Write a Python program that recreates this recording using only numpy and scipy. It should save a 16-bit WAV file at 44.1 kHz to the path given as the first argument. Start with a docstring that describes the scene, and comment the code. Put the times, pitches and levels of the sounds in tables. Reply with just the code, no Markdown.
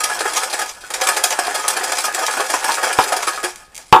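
"""Loose items clatter and slide in a metal tin, shaken by hand about six times a second.
Light items crackle against the walls; heavy ones make hollow, ringing clacks. In mid-shake
the tin knocks hard once on a wooden table. The shaking stops, the grip shifts with a few
small ticks, and the tin is set down with a knock that overloads the close microphone.
A small room adds a short echo."""
import sys
import numpy as np
from scipy import signal
from scipy.fft import rfft, irfft
from scipy.io import wavfile
from scipy.ndimage import uniform_filter1d

SR = 44100
rng = np.random.default_rng(int(sys.argv[2]) if len(sys.argv) > 2 else 0)


def master(y):
    """Save y as 16-bit WAV."""
    cut = np.clip(np.atleast_2d(y).T, -1, 1)
    pcm = np.round(cut * 32767)  # scale
    wavfile.write(sys.argv[1], SR, pcm.astype(np.int16))


N = 176400

# Levels in the tables are relative. A ring time (t60) is the time to fade by 60 dB.
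# items tumble against a wall: t/s, build-up/s, light items' level/dB, heavy items' level/dB
CLATTERS = [(0.004, 0.001, -18.5, -22.5), (0.035, 0.0065, -16, -28), (0.096, 0.0027, -24.5, -18.5),
            (0.167, 0.001, -32, -22), (0.203, 0.0047, -22, -15), (0.254, 0.0057, -26.5, -15.5),
            (0.276, 0.003, -24, -22), (0.333, 0.0028, -23.5, -28), (0.3585, 0.018, -17.5, -19),
            (0.432, 0.0025, -19, -20.5), (0.526, 0.015, -21, -21), (0.588, 0.0084, -23, -19),
            (0.613, 0.0067, -22, -18.5), (0.691, 0.0052, -27, -32.5), (0.9026, 0.0022, -24, -22.5),
            (0.938, 0.0019, -17, -19.5), (1.01, 0.0078, -18, -19.5), (1.034, 0.0032, -19.5, -21),
            (1.068, 0.0043, -16, -18), (1.087, 0.0023, -12, -11.5), (1.164, 0.0082, -17, -17.5),
            (1.2378, 0.00096, -9, -13), (1.305, 0.0025, -18, -20.5), (1.318, 0.0083, -22.5, -17.5),
            (1.3883, 0.0048, -17.5, -19), (1.467, 0.0025, -23, -15), (1.542, 0.015, -20.5, -20),
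            (1.679, 0.0011, -8, -15.5), (1.701, 0.0021, -18, -22), (1.765, 0.0064, -21, -16.5),
            (1.833, 0.011, -20.5, -24), (1.919, 0.0025, -18, -16), (1.982, 0.0062, -18.5, -22),
            (2.038, 0.017, -19.5, -25.5), (2.146, 0.0013, -16, -22), (2.188, 0.001, -19, -21),
            (2.219, 0.018, -29, -18), (2.2806, 0.0006, -24, -14), (2.369, 0.0022, -24.5, -14),
            (2.398, 0.011, -26.5, -16), (2.495, 0.0088, -20, -18), (2.535, 0.0065, -20, -12),
            (2.642, 0.0023, -16.5, -15), (2.677, 0.03, -27, -18), (2.827, 0.017, -23, -16.5),
            (2.927, 0.0023, -19, -28), (2.99, 0.0026, -22, -10), (3.037, 0.0014, -17.5, -36),
            (3.075, 0.015, -25, -36), (3.122, 0.0058, -19, -12.5), (3.164, 0.0051, -18.5, -20.5),
            (3.224, 0.0057, -21.5, -17), (3.269, 0.017, -20, -20.5), (3.43, 0.018, -21.5, -18.5)]
# items slide between clatters: t/s, heavy items' level/dB, light items' level/dB
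SLIDING = [(0, -24.5, -29), (.62, -26.5, -32.5), (.76, -41, -41.5), (.89, -37, -43.5), (1.03, -24.5, -31),
           (2.8, -24.5, -27.5), (3.47, -30.5, -37.5), (3.7, -54.5, -57), (3.779, -40, -48),
           (3.86, -51, -44)]
# one heavy item hits the tin squarely: t/s, level/dB, f/Hz that the struck spot favours
CLACKS = [(0.772, -33, 1450), (0.839, -25, 1440), (1.017, -13, 510), (1.067, -15.5, 1200),
          (1.09, -15, 1690), (1.241, -13.5, 704), (1.39, -7.5, 690), (1.481, -12, 687), (1.919, -22, 1680),
          (2.043, -13.5, 1270), (2.399, -9.5, 1170), (2.54, -10, 1020), (2.648, -14, 835),
          (2.692, -12.5, 930), (2.782, -13, 1230), (2.832, -17, 1690), (3.122, -10, 707),
          (3.276, -11, 1130), (3.377, -16, 1220), (3.44, -15, 360)]
# the tin knocks on the table and rocks: t/s, ring level/dB, crack level/dB, thump level/dB
KNOCKS = [(2.9877, -15, 0.5, 2), (2.998, -32, -15, -20), (3.9257, 3, 8, 14.5), (3.945, -3.5, -37, -1),
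          (3.961, -6, -4.5, -24)]
# ticks under the fingers: t/s, level/dB
TICKS = [(3.559, -5), (3.747, -9.5), (3.754, -5.5), (3.765, -3.5), (3.7786, -1)]
# the tin's own tones: f/Hz, ring time/s, level/dB hit from inside, level/dB knocked on the table
TIN_TONES = [(360.3, 0.19, -17.5, -17.5), (523.6, 0.12, -1, -14.5), (715.6, 0.11, 2.5, -13),
             (761.3, 0.17, 0.5, -11), (863.5, 0.17, 2.5, 1.5), (923.7, 0.27, -9.5, -6),
             (1006, 0.12, -6, -23), (1119, 0.11, -36, -0.5), (1250, 0.19, 3, -16.5), (1355.5, 0.1, -2, -7),
             (1479, 0.13, -1.5, -37), (1677, 0.14, 5.5, -22), (1730, 0.2, -7, -38)]
# thin, high tones of the items and the lid: f/Hz, ring time/s, level/dB
PING_TONES = [(2115, .06, 0), (2530, .04, 1), (3275, .1, 0), (5040, .1, 2), (5705, .08, 0), (10218, .06, 3)]
# tone colours, from low to high: f/Hz, level/dB
CRACKLE_COLOUR = [(800, -46.5), (2350, 5), (2900, -5.5), (3250, 0), (3700, -2), (5100, 1.5), (6200, 0.5),
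                  (8200, 2), (10400, -3), (11600, -11.5), (14000, -11)]  # light, sharp edges
WALL_COLOUR = [(170, -31.5), (270, -10), (370, -2.5), (600, 0.5), (780, 2.5), (1300, 0.5), (1750, 2.5),
               (2050, -4.5), (3200, -9.5), (6000, -94)]  # hollow tin walls
CRACK_COLOUR = [(100, -24), (240, -5.5), (950, 4.5), (1720, -12.5), (2200, -10), (6000, -27), (14000, -34)]  # tin on wood
THUMP_COLOUR = [(20, -11), (60, -12), (140, -3), (260, -13), (1500, -34)]  # the table top
BACKGROUND_COLOUR = [(20, -6), (50, 0), (70, -10), (240, -11), (800, -17), (14000, -37)]  # low rumble and faint hiss

CRACKLES_PER_S, BUMPS_PER_S, SLIPS_PER_S = 2400, 1100, 1600
RATTLE_T60_S, RATTLE_DB = 0.044, 4  # short, dense ringing of the light items
HOLLOW_T60_S, HOLLOW_DB = 0.084, 2  # short, dense ringing of the walls
ROOM_T60_S, ROOM_DB, ROOM_DELAY_S = 0.19, -7, 0.011


def loose_items():
    """Light edges crackle, heavier items bump the walls and ring the tin; both slide in between."""
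    start, rise, light_db, heavy_db = np.transpose(CLATTERS)
    slide_s, heavy_slide_db, light_slide_db = np.transpose(SLIDING)
    light = sliding(slide_s, light_slide_db - 2)
    heavy = sliding(slide_s, heavy_slide_db - 4.5)
    light_force = clatter_force(start, rise, light_db, fall_s=0.006)
    heavy_force = clatter_force(start, rise, heavy_db, fall_s=0.0062)
    light += tiny_hits(CRACKLES_PER_S, spread_db=2) * light_force
    heavy += tiny_hits(BUMPS_PER_S, spread_db=0) * heavy_force
    # harder hits are shorter and so brighter
    light += np.convolve(0.99 * light_force * light, [-1, 2, -1], "same")
    crackle = through(moving_spots(light, RATTLE_T60_S, RATTLE_DB), colour(CRACKLE_COLOUR))
    bumps = from_db(-1) * hollow_walls(heavy)
    tin_ring = from_db(-2.5) * ring_tones(heavy, [row[:3] for row in TIN_TONES])
    pings = from_db(-9.5) * ring_tones(light, PING_TONES)
    return from_db(2) * crackle + bumps + tin_ring + pings


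def clatter_force(starts, rises, levels_db, fall_s):
    """Each clatter starts suddenly, builds to its peak and dies away."""
    first_touch = 0.61  # share of the peak force
    t = np.arange(SR // 5) / SR
    power = np.zeros(N + SR)
    for start, rise, db in zip(starts, rises, levels_db):
        build = np.minimum(first_touch + (1 - first_touch) * t / rise, 1)
        fade = np.exp(-np.maximum(t - rise, 0) / fall_s)
        i = int(start * SR)
        power[i:i + len(t)] += (from_db(db) * build * fade) ** 2
    return np.sqrt(power[:N])


def sliding(times, levels_db):
    """Sliding items stick and slip, so their tiny hits come in clumps."""
    slips = tiny_hits(SLIPS_PER_S, spread_db=5) * wander(spread_db=4, step_s=0.014)
    return slips * from_db(np.interp(np.arange(N) / SR, times, levels_db))


def tiny_hits(per_s, spread_db):
    """Tiny clicks at random times, their power evened out to about 1."""
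    present = rng.random(N) < per_s / SR
    strength = from_db(spread_db * np.minimum(rng.exponential(1, N), 4))
    clicks = present * strength * rng.choice([-1, 1], N)
    power = np.maximum(uniform_filter1d(clicks ** 2, 700), 0)
    return clicks / np.sqrt(power + 1e-4)


def ring_tones(clicks, tones):
    """Every hit lands somewhere else, so it rings each tone with a different strength."""
    shapes = [from_db(db) * wall_tone(hz, t60) for hz, t60, db in tones]
    ringing = sum(through(clicks * rng.normal(0, 1, N) * wander(spread_db=3, step_s=0.047), shape)
                  for shape in shapes)
    return ringing / np.sqrt(np.sum(np.square(shapes)))


def moving_spots(clicks, t60, tail_db, count=7, stay_s=0.045):
    """The items move from spot to spot; each spot rings and reaches the room in its own way."""
    turn = (np.arange(N) / SR / stay_s).astype(int) % count
    spot = rng.permutation(count)[turn]
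    sound = np.zeros(N)
    for k in range(count):
        response = click_with_tail(t60, tail_db) + from_db(ROOM_DB) * tail(ROOM_T60_S, ROOM_DELAY_S)
        sound += through(clicks * (spot == k), unit_energy(response))
    return sound


def hollow_walls(clicks):
    """The walls answer each hit with a short, hollow sound."""
    return through(moving_spots(clicks, HOLLOW_T60_S, HOLLOW_DB), colour(WALL_COLOUR))


def heavy_clacks():
    """A heavy item gives a hollow clack, and the tones that the struck spot favours ring on."""
    times, db, spot_hz = np.transpose(CLACKS)
    spot_octaves = 0.081  # tones further off than this hardly ring
    ringing = np.zeros(N)
    for hz, t60, _, _ in TIN_TONES:
        loss_db = 10 * np.log10(1 + (np.log2(hz / spot_hz) / spot_octaves) ** 4)
        ringing += through(clicks_at(times, db - 4 - loss_db), wall_tone(hz, t60))
    return ringing + hollow_walls(clicks_at(times, db + 15))


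def knock_crack():
    """Tin meets wood with a short, rattling crack."""
    times, _, db, _ = np.transpose(KNOCKS)
    crack = through(clicks_at(times, db + 20.5), colour(CRACK_COLOUR))
    return through(crack, click_with_tail(t60=0.031, tail_db=9))


def knock_ring():
    """The whole tin rings after each knock."""
    times, ring_db, _, _ = np.transpose(KNOCKS)
    body = sum((-1) ** k * from_db(db) * wall_tone(hz, t60)
               for k, (hz, t60, _, db) in enumerate(TIN_TONES))
    return through(clicks_at(times, ring_db), body)


def table_thump():
    """The table top gives a short, dry thud under each knock."""
    times, _, _, db = np.transpose(KNOCKS)
    return through(clicks_at(times, db - 1.5), colour(THUMP_COLOUR))


def grip_ticks():
    """The fingers make rough little snaps as the grip shifts."""
    times, db = np.transpose(TICKS)
    snaps = through(clicks_at(times, db - 2), colour(CRACKLE_COLOUR))
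    return through(snaps, click_with_tail(t60=0.03, tail_db=1))


def background():
    """A faint, steady rumble and hiss."""
    return from_db(-55) * through(rng.standard_normal(N), colour(BACKGROUND_COLOUR))


def wall_tone(hz, t60):
    """One fading tone, about 1 high: the speed of a wall swinging to and fro."""
    t = np.arange(SR // 2) / SR
    onset = 1 - np.exp(-10 * hz * t)
    swing = np.sin(2 * np.pi * hz * t) * from_db(-60 * t / t60) * onset
    return np.gradient(swing) / np.sin(2 * np.pi * hz / SR)


def click_with_tail(t60, tail_db, delay_s=0):
    """The direct sound, then its dense ringing or echo."""
    response = from_db(tail_db) * tail(t60, delay_s)
    response[0] += 1
    return unit_energy(response)


def tail(t60, delay_s):
    """Many echoes blur into fading noise."""
    t = np.arange(SR // 3) / SR
    return unit_energy(rng.standard_normal(len(t)) * from_db(-60 * t / t60) * (t >= delay_s))


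def colour(points, size=4096):
    """A click with the given tone colour, for use as a filter."""
    hz, db = np.transpose(points)
    grid_hz = np.maximum(np.arange(size // 2 + 1) * SR / size, 1)
    log_gain = np.log(from_db(np.interp(np.log(grid_hz), np.log(hz), db)))
    # folding packs the energy at the start of the click (minimum phase)
    fold = 1 + np.sign(size // 2 - np.arange(size))
    fold[0] = 1
    return unit_energy(irfft(np.exp(rfft(irfft(log_gain) * fold))))


def clicks_at(times, db):
    """One click for each hit."""
    clicks = np.zeros(N)
    clicks[(times * SR).astype(int)] = from_db(db)
    return clicks


def wander(spread_db, step_s):
    """A volume that drifts up and down at random."""
    steps = np.arange(N) / SR / step_s
    return from_db(spread_db * np.interp(steps, np.arange(N), rng.standard_normal(N)))


def through(x, response):
    return signal.oaconvolve(x, response)[:N]


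def unit_energy(x):
    return x / np.sqrt(np.sum(x ** 2) + 1e-20)


def from_db(db):
    return 10 ** (np.asarray(db) / 20)


def scene():
    """All sources at one microphone, the same in both channels."""
    rumble = background()
    handling = through(grip_ticks() + knock_crack(), click_with_tail(ROOM_T60_S, ROOM_DB, ROOM_DELAY_S))
    mono = loose_items() + heavy_clacks() + handling + knock_ring() + table_thump() + rumble
    return np.array([mono, mono])


def record(dry):
    """The knocks overload the input, which flattens their peaks; the highest treble is cut."""
    clipped = dry / (1 + dry ** 8) ** (1 / 8)
    treble_cut = signal.ellip(10, 0.1, 80, 14300, fs=SR, output="sos")
    return signal.sosfilt(treble_cut, clipped)


dry = scene()
out = record(dry)
master(out)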